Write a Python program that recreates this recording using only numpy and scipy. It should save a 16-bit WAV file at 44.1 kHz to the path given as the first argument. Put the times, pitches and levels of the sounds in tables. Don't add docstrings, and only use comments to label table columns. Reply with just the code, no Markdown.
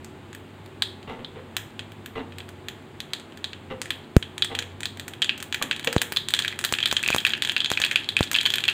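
import sys
import numpy as np
from scipy import signal
from scipy.fft import rfft, irfft
from scipy.io import wavfile

SR = 44100
rng = np.random.default_rng(int(sys.argv[2]) if len(sys.argv) > 2 else 0)


def inscribe(sig):
    pcm = np.round(np.clip(np.atleast_2d(sig).T, -1, 1) * 32767)
    wavfile.write(sys.argv[1], SR, pcm.astype(np.int16))


N = 384974
TIME = np.arange(N) / SR
SIZE = 2048
HZ = np.maximum(np.arange(SIZE // 2 + 1) * SR / SIZE, 1)


def from_db(db):
    return 10 ** (np.asarray(db) / 20)


def rms_one(x):
    return x / np.sqrt(np.mean(x ** 2) + 1e-20)


def colour(points, hz):
    at, db = np.transpose(points)
    return from_db(np.interp(np.log(hz + 1e-9), np.log(at), db))


def causal(gain):
    cepstrum = irfft(np.log(gain + 1e-9))
    cepstrum[1:SIZE // 2] *= 2
    cepstrum[SIZE // 2 + 1:] = 0
    pulse = irfft(np.exp(rfft(cepstrum)))
    return pulse / np.linalg.norm(pulse)


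def add(out, s, sound):
    i = int(np.clip(round(s * SR), 0, N - 1))
    out[i:i + len(sound)] += sound[:N - i]


def ring(x, hz, t60):
    radius = 1000 ** (-1 / (t60 * SR))
    w = 2 * np.pi * hz / SR
    return signal.lfilter([0, np.sin(w)], [1, -2 * radius * np.cos(w), radius ** 2], x + 1e-18)


# f/Hz, relative level/dB
FLAME_COLOUR = [(20, -40), (45, -16), (75, -6.5), (95, -2), (180, -5.5), (370, -3), (500, -12),
                (850, -12.5), (1200, -16), (3500, -22.5), (4600, -32), (5600, -42.5), (7300, -34),
                (8700, -36), (10000, -44), (15500, -44)]


def flame(level_db=-45.5):
    spectrum = rfft(rng.standard_normal(N))
    rush = irfft(spectrum * colour(FLAME_COLOUR, np.fft.rfftfreq(N, 1 / SR)), N)
    return from_db(level_db) * rms_one(rush)


# t/s, level/dB
HUM_SWELL = [(0, -51), (.3, -55), (.7, -45), (1.2, -53), (1.7, -49.5), (2.5, -49.5), (2.9, -57),
             (3.5, -56.5), (4.3, -49), (4.95, -45.5), (5.3, -55.5), (6.4, -50.5), (7.5, -57), (8.73, -50.5)]
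# f/Hz, level/dB
HUM_TONES = [(146, -57), (221, -57.5), (258, -60), (333, -71), (367, -57), (845, -65.5)]
HUM_HZ = 96.4


def motor(waver_hz=4.72, throb_db=2.5, count=110):
    out = 0
    knots = np.linspace(0, TIME[-1], count)
    lowest_db = np.interp(TIME, *np.transpose(HUM_SWELL))
    for hz, level_db in [(HUM_HZ, lowest_db), *HUM_TONES]:
        waver, throb = (np.interp(TIME, knots, chance) for chance in rng.standard_normal((2, count)))
        tone = np.sin(2 * np.pi * np.cumsum(hz + waver_hz * waver) / SR)
        out = out + from_db(level_db + throb_db * throb) * rms_one(tone)
    return out


# f/Hz, reverberation time T60/s
KITCHEN_T60 = [(200, 0.65), (1500, 0.37), (3300, 0.34), (8000, 0.3), (15000, 0.34)]
# delay/s, level/dB
REFLECTIONS = [(.0057, -35), (.0074, -16.5), (0.017, -31.5), (0.0156, -17.5)]


def kitchen(x, wet_db=-10.0, build_s=0.0072):
    t = np.arange(SR // 2) / SR
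    edges = np.geomspace(120, 17000, 9)
    tail = 0
    for low, high in zip(edges, edges[1:]):
        band_pass = signal.butter(2, [low, high], "band", fs=SR, output="sos")
        band = signal.sosfilt(band_pass, rng.standard_normal(len(t)))
        t60 = np.interp(np.sqrt(low * high), *np.transpose(KITCHEN_T60))
        tail = tail + band * 1000 ** (-t / t60)
    tail = tail * (1 - np.exp(-(t / build_s) ** 2))
    response = from_db(wet_db) * tail / np.linalg.norm(tail)
    for delay_s, level_db in REFLECTIONS:
        add(response, delay_s, from_db([level_db]))
    return signal.oaconvolve(x, response)[:N]


# t/s, level/dB, slide time constant/s, favoured mode f/Hz
SHIFTS = [(1.07, -36, 0.023, 320), (1.186, -41.5, 0.012, 260), (1.346, -41.5, 0.026, 475),
          (2.152, -33, 0.016, 412), (2.188, -37, 0.0078, 260), (3.698, -35.5, 0.012, 560),
          (4.497, -35.5, 0.02, 415), (5.541, -49, 0.00067, 2060), (5.613, -34.5, 0.0031, 1130),
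          (5.637, -43, 0.0045, 260), (5.869, -27, 0.0044, 475)]
# f/Hz, relative level/dB, T60/s
GRATE_MODES = [(259.6, 7.5, 0.2), (473.4, 14, 0.1), (515, 1, 0.16), (804, 0.5, 0.11), (906, 0, 0.16),
               (1160, 3.5, 0.02), (1354, -6, 0.072), (2020, 1.5, 0.024), (2720, 0, 0.012)]
# f/Hz, relative level/dB
RASP_COLOUR = [(40, -55), (150, -24), (280, -14), (500, 14), (700, 11.5), (1200, 3.5), (2600, -0.5),
               (4000, -7), (8000, -60)]


def pan_shifts(slips_per_s=1600, rasp_db=-6, favour_db=16.5, choosiness=10.0):
    out = np.zeros(N)
    t = np.arange(SR // 2) / SR
    for s, level_db, slide_s, favoured_hz in SHIFTS:
        slipping = rng.random(len(t)) < slips_per_s / SR
        slips = rng.standard_normal(len(t)) * slipping * t * np.exp(-t / slide_s)
        modes = 0
        for hz, mode_db, t60 in GRATE_MODES:
            nearness = np.exp(-(choosiness * np.log(hz / favoured_hz)) ** 2)
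            modes = modes + from_db(mode_db + favour_db * nearness) * rms_one(ring(slips, hz, t60))
        rasp = signal.fftconvolve(slips, causal(colour(RASP_COLOUR, HZ)))[:len(t)]
        sound = rms_one(modes) + from_db(rasp_db) * rms_one(rasp)
        add(out, s, from_db(level_db) * sound / np.std(sound[:SR // 20]))
    return out


# t/s, signed pressure factor before rise and filters, relaxation time/ms
SPATTER = [(4.1660, 5, 1), (5.9643, 1.2, 1), (6.1223, 0.15, 0.26), (6.7249, 1.4, 0.092),
           (6.9268, 1.17, 0.087), (7.0780, 0.23, 0.16), (7.1034, 1.05, 0.12), (7.1474, -1.5, 0.12),
           (7.1631, 1.5, 0.058), (7.7164, 1.5, 0.1), (7.8010, 1.24, 0.042), (8.2079, 1, 0.95)]


def spatter(leak_hz=76, damping=0.57, soft_hz=4500):
    out = np.zeros(N)
    ms = 1000 * np.arange(SIZE) / SR
    for s, pressure, relax_ms in SPATTER:
        rise = 1 - np.exp(-10 * ms / relax_ms)
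        add(out, s, pressure * np.exp(-ms / relax_ms) * rise)
    w = 2 * np.pi * leak_hz
    bass_cut = signal.bilinear([1, 0, 0], [1, 2 * damping * w, w * w], SR)
    out = signal.lfilter(*bass_cut, out + 1e-18)
    return signal.lfilter(*signal.butter(1, soft_hz, fs=SR), out)


# t/s, share of the full crackle 0-1
HEAT = [(0, 0.05), (4, 0.2), (5.5, .25), (6.5, .8), (7.3, 1), (8.73, .95)]


def heat(s):
    return np.clip(np.interp(s, *np.transpose(HEAT)), 0, 1)


TICKS_PER_S = 75
TICK_DB, COOL_OIL_DB = -39, -16


def frying(spread_db=8.5, crack_db=-7, dryness_db=4.0, low_hz=1900, high_hz=4000, count=24):
    lively = heat(TIME)
    born = rng.random(N) < TICKS_PER_S * lively / SR
    chance_db = spread_db * np.clip(rng.standard_normal(N), -2, 2)
    sizes = from_db(COOL_OIL_DB * (1.5 - lively) + chance_db)
    dealt = rng.integers(0, count, N)
    pitches = np.geomspace(low_hz, high_hz, count)
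    dryness = dryness_db * rng.uniform(-0.95, 1, count)
    ticks = []
    for hz, dry_db in zip(pitches, dryness):
        tick, _ = pop(TICK_DB - dry_db, hz, TICK_DB + crack_db + dry_db)
        ticks.append(tick)
    out = np.zeros(N)
    for i in np.flatnonzero(born):
        add(out, i / SR, sizes[i] * ticks[dealt[i]])
    return out


def bowl_echoes(wall_s=0.001183, wall=0.31, scatter=0.81, scatter_s=0.0037, echoes_per_s=3500):
    t = np.arange(SIZE) / SR
    present = rng.random(SIZE) < echoes_per_s / SR
    path = rng.standard_normal(SIZE) * present * np.exp(-t / scatter_s) * (t > wall_s / 4)
    path *= scatter / (np.linalg.norm(path) + 1e-9)
    path[0] = 1
    bounce = int(wall_s * SR * rng.uniform(.9, 1.15))
    path[bounce] += wall * rng.uniform(0.11, 1.53)
    return path


def patchy(spread_db, count):
    hills_db = spread_db * rng.standard_normal(count)
    return from_db(np.interp(HZ, np.linspace(0, SR / 2, count), hills_db))


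# f/Hz, relative level/dB
BOWL_COLOUR = [(150, -12), (500, -22.5), (850, -9), (1250, 1.5), (1680, 10), (2150, -1), (2520, 3.5),
               (2850, -2.5), (3300, 8.5), (3650, 3), (4000, 6), (4800, -1), (5600, -15), (9000, -39.5)]
# f/Hz, relative level/dB
CRACK_COLOUR = [(200, -11), (1500, 4.5), (4500, 2), (5600, -6), (6900, 2.5), (8700, -1), (9900, -9),
                (12000, -10.5), (13500, -11.5), (15300, -8.5), (16000, -34)]


def pop(ring_db, pitch_hz, crack_db, sharpness=1.16, purity=0.11, swell_s=.00007, brightening=0.24,
        top_hz=6500, top_spread_db=4.0, hardness=0.14, typical_crack_db=-33):
    attack = SR // 250
    quality = sharpness * np.exp(purity * np.clip(ring_db - crack_db, 0, 20))
    detuning = HZ / pitch_hz - pitch_hz / HZ
    burst = causal(colour(BOWL_COLOUR, HZ) / np.hypot(1, quality * detuning))
    burst = burst * (1 - np.exp(-np.arange(SIZE) / (swell_s * SR)))
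    bright_db = brightening * (np.clip(crack_db - ring_db, -16, 6) + 3.5)
    bright_db += top_spread_db * rng.standard_normal()
    bright_db += hardness * (crack_db - typical_crack_db)
    top_db = bright_db * np.clip(HZ / top_hz - 1, 0, 1)
    crack = causal(colour(CRACK_COLOUR, HZ) * from_db(top_db) * patchy(3.0, count=14))
    out = 0
    for level_db, pulse in (ring_db, burst), (crack_db, crack):
        near = signal.fftconvolve(pulse, bowl_echoes())[:SIZE]
        both = np.array([near, pulse])
        out = out - from_db(level_db) * both / np.std(both[:, :attack], axis=1, keepdims=True)
    return out


JOLT_CHANCE = .65
JOLT_SOONEST_S, JOLT_LATEST_S = 0.0067, 0.025
JOLT_RING_DB, JOLT_CRACK_DB, JOLT_SPREAD_DB = -11.5, -5, 2.5
SEED_HZ, SEED_SPREAD_OCTAVES = 3010, 0.22


def neighbours():
    s, ring_db, _, crack_db = np.transpose(POPS)
    luck, wait = rng.random((len(s), 2)).T
    ring_by, pitch_by, crack_by = rng.standard_normal((len(s), 3)).T
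    rows = np.transpose([s + JOLT_SOONEST_S + wait * (JOLT_LATEST_S - JOLT_SOONEST_S),
                         ring_db + JOLT_RING_DB + JOLT_SPREAD_DB * ring_by,
                         SEED_HZ * 2 ** (SEED_SPREAD_OCTAVES * pitch_by),
                         crack_db + JOLT_CRACK_DB + JOLT_SPREAD_DB * crack_by])
    return rows[luck < JOLT_CHANCE * heat(s) ** 2]


SNAP_RING_DB, SNAP_HZ = -42, 2430
SNAP_CRACK_DB, SNAP_DB_PER_MS = -25.5, -7
# t/s, ring level/dB, ring f/Hz, crack level/dB before the lift
POPS = [(0.046, -55, 2700, -41.5), (0.3302, -43, 2870, -43.5), (0.3493, -39, 2080, -42),
        (.661, -72, 2800, -47.5), (0.822, -15, 3720, -28), (1.2467, -30.5, 3520, -48.5),
        (1.567, -23, 3160, -25.5), (1.7933, -29.5, 2800, -38), (1.9198, -43.5, 2570, -52),
        (2.0606, -36.5, 2500, -38.5), (2.3844, -39, 3530, -38.5), (2.4041, -35.5, 2670, -51),
        (2.4903, -49, 2000, -43), (2.685, -29.5, 2970, -35.5), (3.0036, -29.5, 3720, -35.5),
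        (3.1344, -22.5, 3900, -30.5), (3.1984, -63, 3830, -44), (3.374, -42.5, 2430, -46),
        (3.443, -24, 3780, -34), (3.532, -32.5, 2980, -45), (3.8168, -39, 3200, -27.5),
        (3.8574, -35.5, 2060, -42), (3.9055, -20, 2970, -29.5), (4.2264, -26, 3020, -39),
        (4.3802, -30.5, 3100, -33.5), (4.4225, -13, 3440, -30), (4.4465, -31, 2600, -30.5),
        (4.551, -23.5, 2900, -35.5), (4.5894, -21.5, 3150, -27), (4.6246, -32, 2530, -42),
        (4.8061, -47, 3700, -34.5), (4.8323, -26, 2640, -34.5), (4.8558, -22, 3900, -32),
        (4.973, -49, 3400, -41.5), (4.9974, -31.5, 3720, -35), (5.081, -37, 3140, -33),
        (5.1362, -34, 2700, -43.5), (5.2197, -16.5, 2980, -29.5), (5.225, -16.5, 3120, -34),
        (5.245, -27, 3330, -31), (5.2936, -14, 2730, -38), (5.3784, -44, 3300, -40),
        (5.4026, -35, 2700, -40), (5.4267, -36.5, 3060, -31), (5.5257, -23, 3020, -31.5),
        (5.545, -20.5, 2530, -30), (5.625, -21.5, 2830, -24.5), (5.712, -16, 2820, -29),
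        (5.729, -26.5, 2500, -46), (5.7635, -33.5, 3600, -38.5), (5.7956, -31.5, 3220, -36),
        (5.846, -33, 3020, -30.5), (5.8736, -17.5, 2660, -29.5), (5.9286, -47, 2700, -25.5),
        (5.981, -24, 3540, -35.5), (6.0169, -21, 3200, -21), (6.163, -21, 3770, -34),
        (6.1705, -14.5, 3650, -27.5), (6.286, -25, 4100, -28), (6.306, -31, 3700, -34),
        (6.3384, -13, 3260, -25), (6.348, -25, 3600, -30.5), (6.3904, -17, 3260, -26),
        (6.4226, -25.5, 3700, -34.5), (6.4482, -20.5, 2370, -35.5), (6.4797, -20, 3300, -30.5),
        (6.5263, -29.5, 2020, -46), (6.5906, -27.5, 3030, -28), (6.641, -24, 1860, -24.5),
        (6.649, -18.5, 3780, -24), (6.7379, -17.5, 2860, -29.5), (6.7866, -20.5, 2660, -35),
        (6.8038, -23, 3070, -35), (6.828, -16.5, 3200, -37.5), (6.8578, -15, 3430, -26),
        (6.875, -29, 2840, -35), (6.9131, -19, 3160, -28), (6.967, -14, 3150, -29.5),
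        (7.0293, -48, 2300, -28.5), (7.0367, -19, 2550, -42), (7.062, -19, 2640, -37),
        (7.0866, -15, 2680, -36), (7.1279, -17, 2540, -38), (7.183, -18, 3170, -34),
        (7.2505, -11, 2570, -31.5), (7.2664, -17.5, 2690, -30.5), (7.305, -24.5, 3280, -37),
        (7.3354, -16.5, 2770, -37), (7.4222, -17, 3160, -28.5), (7.4496, -20.5, 3020, -29.5),
        (7.4892, -36, 3050, -35), (7.4956, -16.5, 2910, -32.5), (7.565, -15, 2680, -34),
        (7.6042, -16, 3300, -35), (7.6456, -18, 3430, -34.5), (7.6593, -19.5, 3030, -35),
        (7.7022, -24, 3080, -29), (7.736, -23.5, 3400, -41), (7.7742, -16, 2500, -34),
        (7.8174, -18, 3060, -27.5), (7.8385, -14, 2670, -42), (7.8486, -18.5, 3250, -27.5),
        (7.9126, -19, 2370, -31), (7.9587, -10.5, 2740, -27.5), (8.0892, -18.5, 3540, -32),
        (8.167, -12, 2580, -30), (8.229, -21, 3470, -32), (8.3147, -28, 2584, -25),
        (8.3439, -18, 3180, -37), (8.3513, -13.5, 2720, -40), (8.3622, -16.5, 2770, -31.5),
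        (8.3864, -14, 3150, -36), (8.4113, -21.5, 3650, -32), (8.4545, -14.5, 3050, -37),
        (8.461, -14.5, 3100, -26), (8.5032, -19.5, 3320, -31), (8.5385, -15, 3050, -28.5),
        (8.5833, -20.5, 2850, -31.5), (8.6391, -18.5, 2820, -33.5), (8.6538, -26, 2980, -43),
        (8.681, -18, 3100, -27.5), (8.6863, -12, 2770, -38)]


def seeds(crack_lift_db=1.82):
    near, sent = np.zeros((2, N))
    snaps = [(s, SNAP_RING_DB, SNAP_HZ, SNAP_CRACK_DB + SNAP_DB_PER_MS * relax_ms)
             for s, _, relax_ms in SPATTER]
    for s, ring_db, pitch_hz, crack_db in [*POPS, *snaps, *neighbours()]:
        to_microphone, to_room = pop(ring_db, pitch_hz, crack_db + crack_lift_db)
        add(near, s, to_microphone)
        add(sent, s, to_room)
    return near, sent


def scene():
    steady = flame() + motor()
    pan = frying() + pan_shifts()
    pops, pops_sent = seeds()
    room = kitchen(pops_sent + pan)
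    return (pops + pan + room + steady + spatter())[None]


def record(dry, cutoff_hz=15900):
    clipped = np.clip(dry, -.93, .93)
    low_pass = signal.ellip(10, .1, 70, cutoff_hz, fs=SR, output="sos")
    return signal.sosfilt(low_pass, clipped)


dry = scene()
out = record(dry)
inscribe(out)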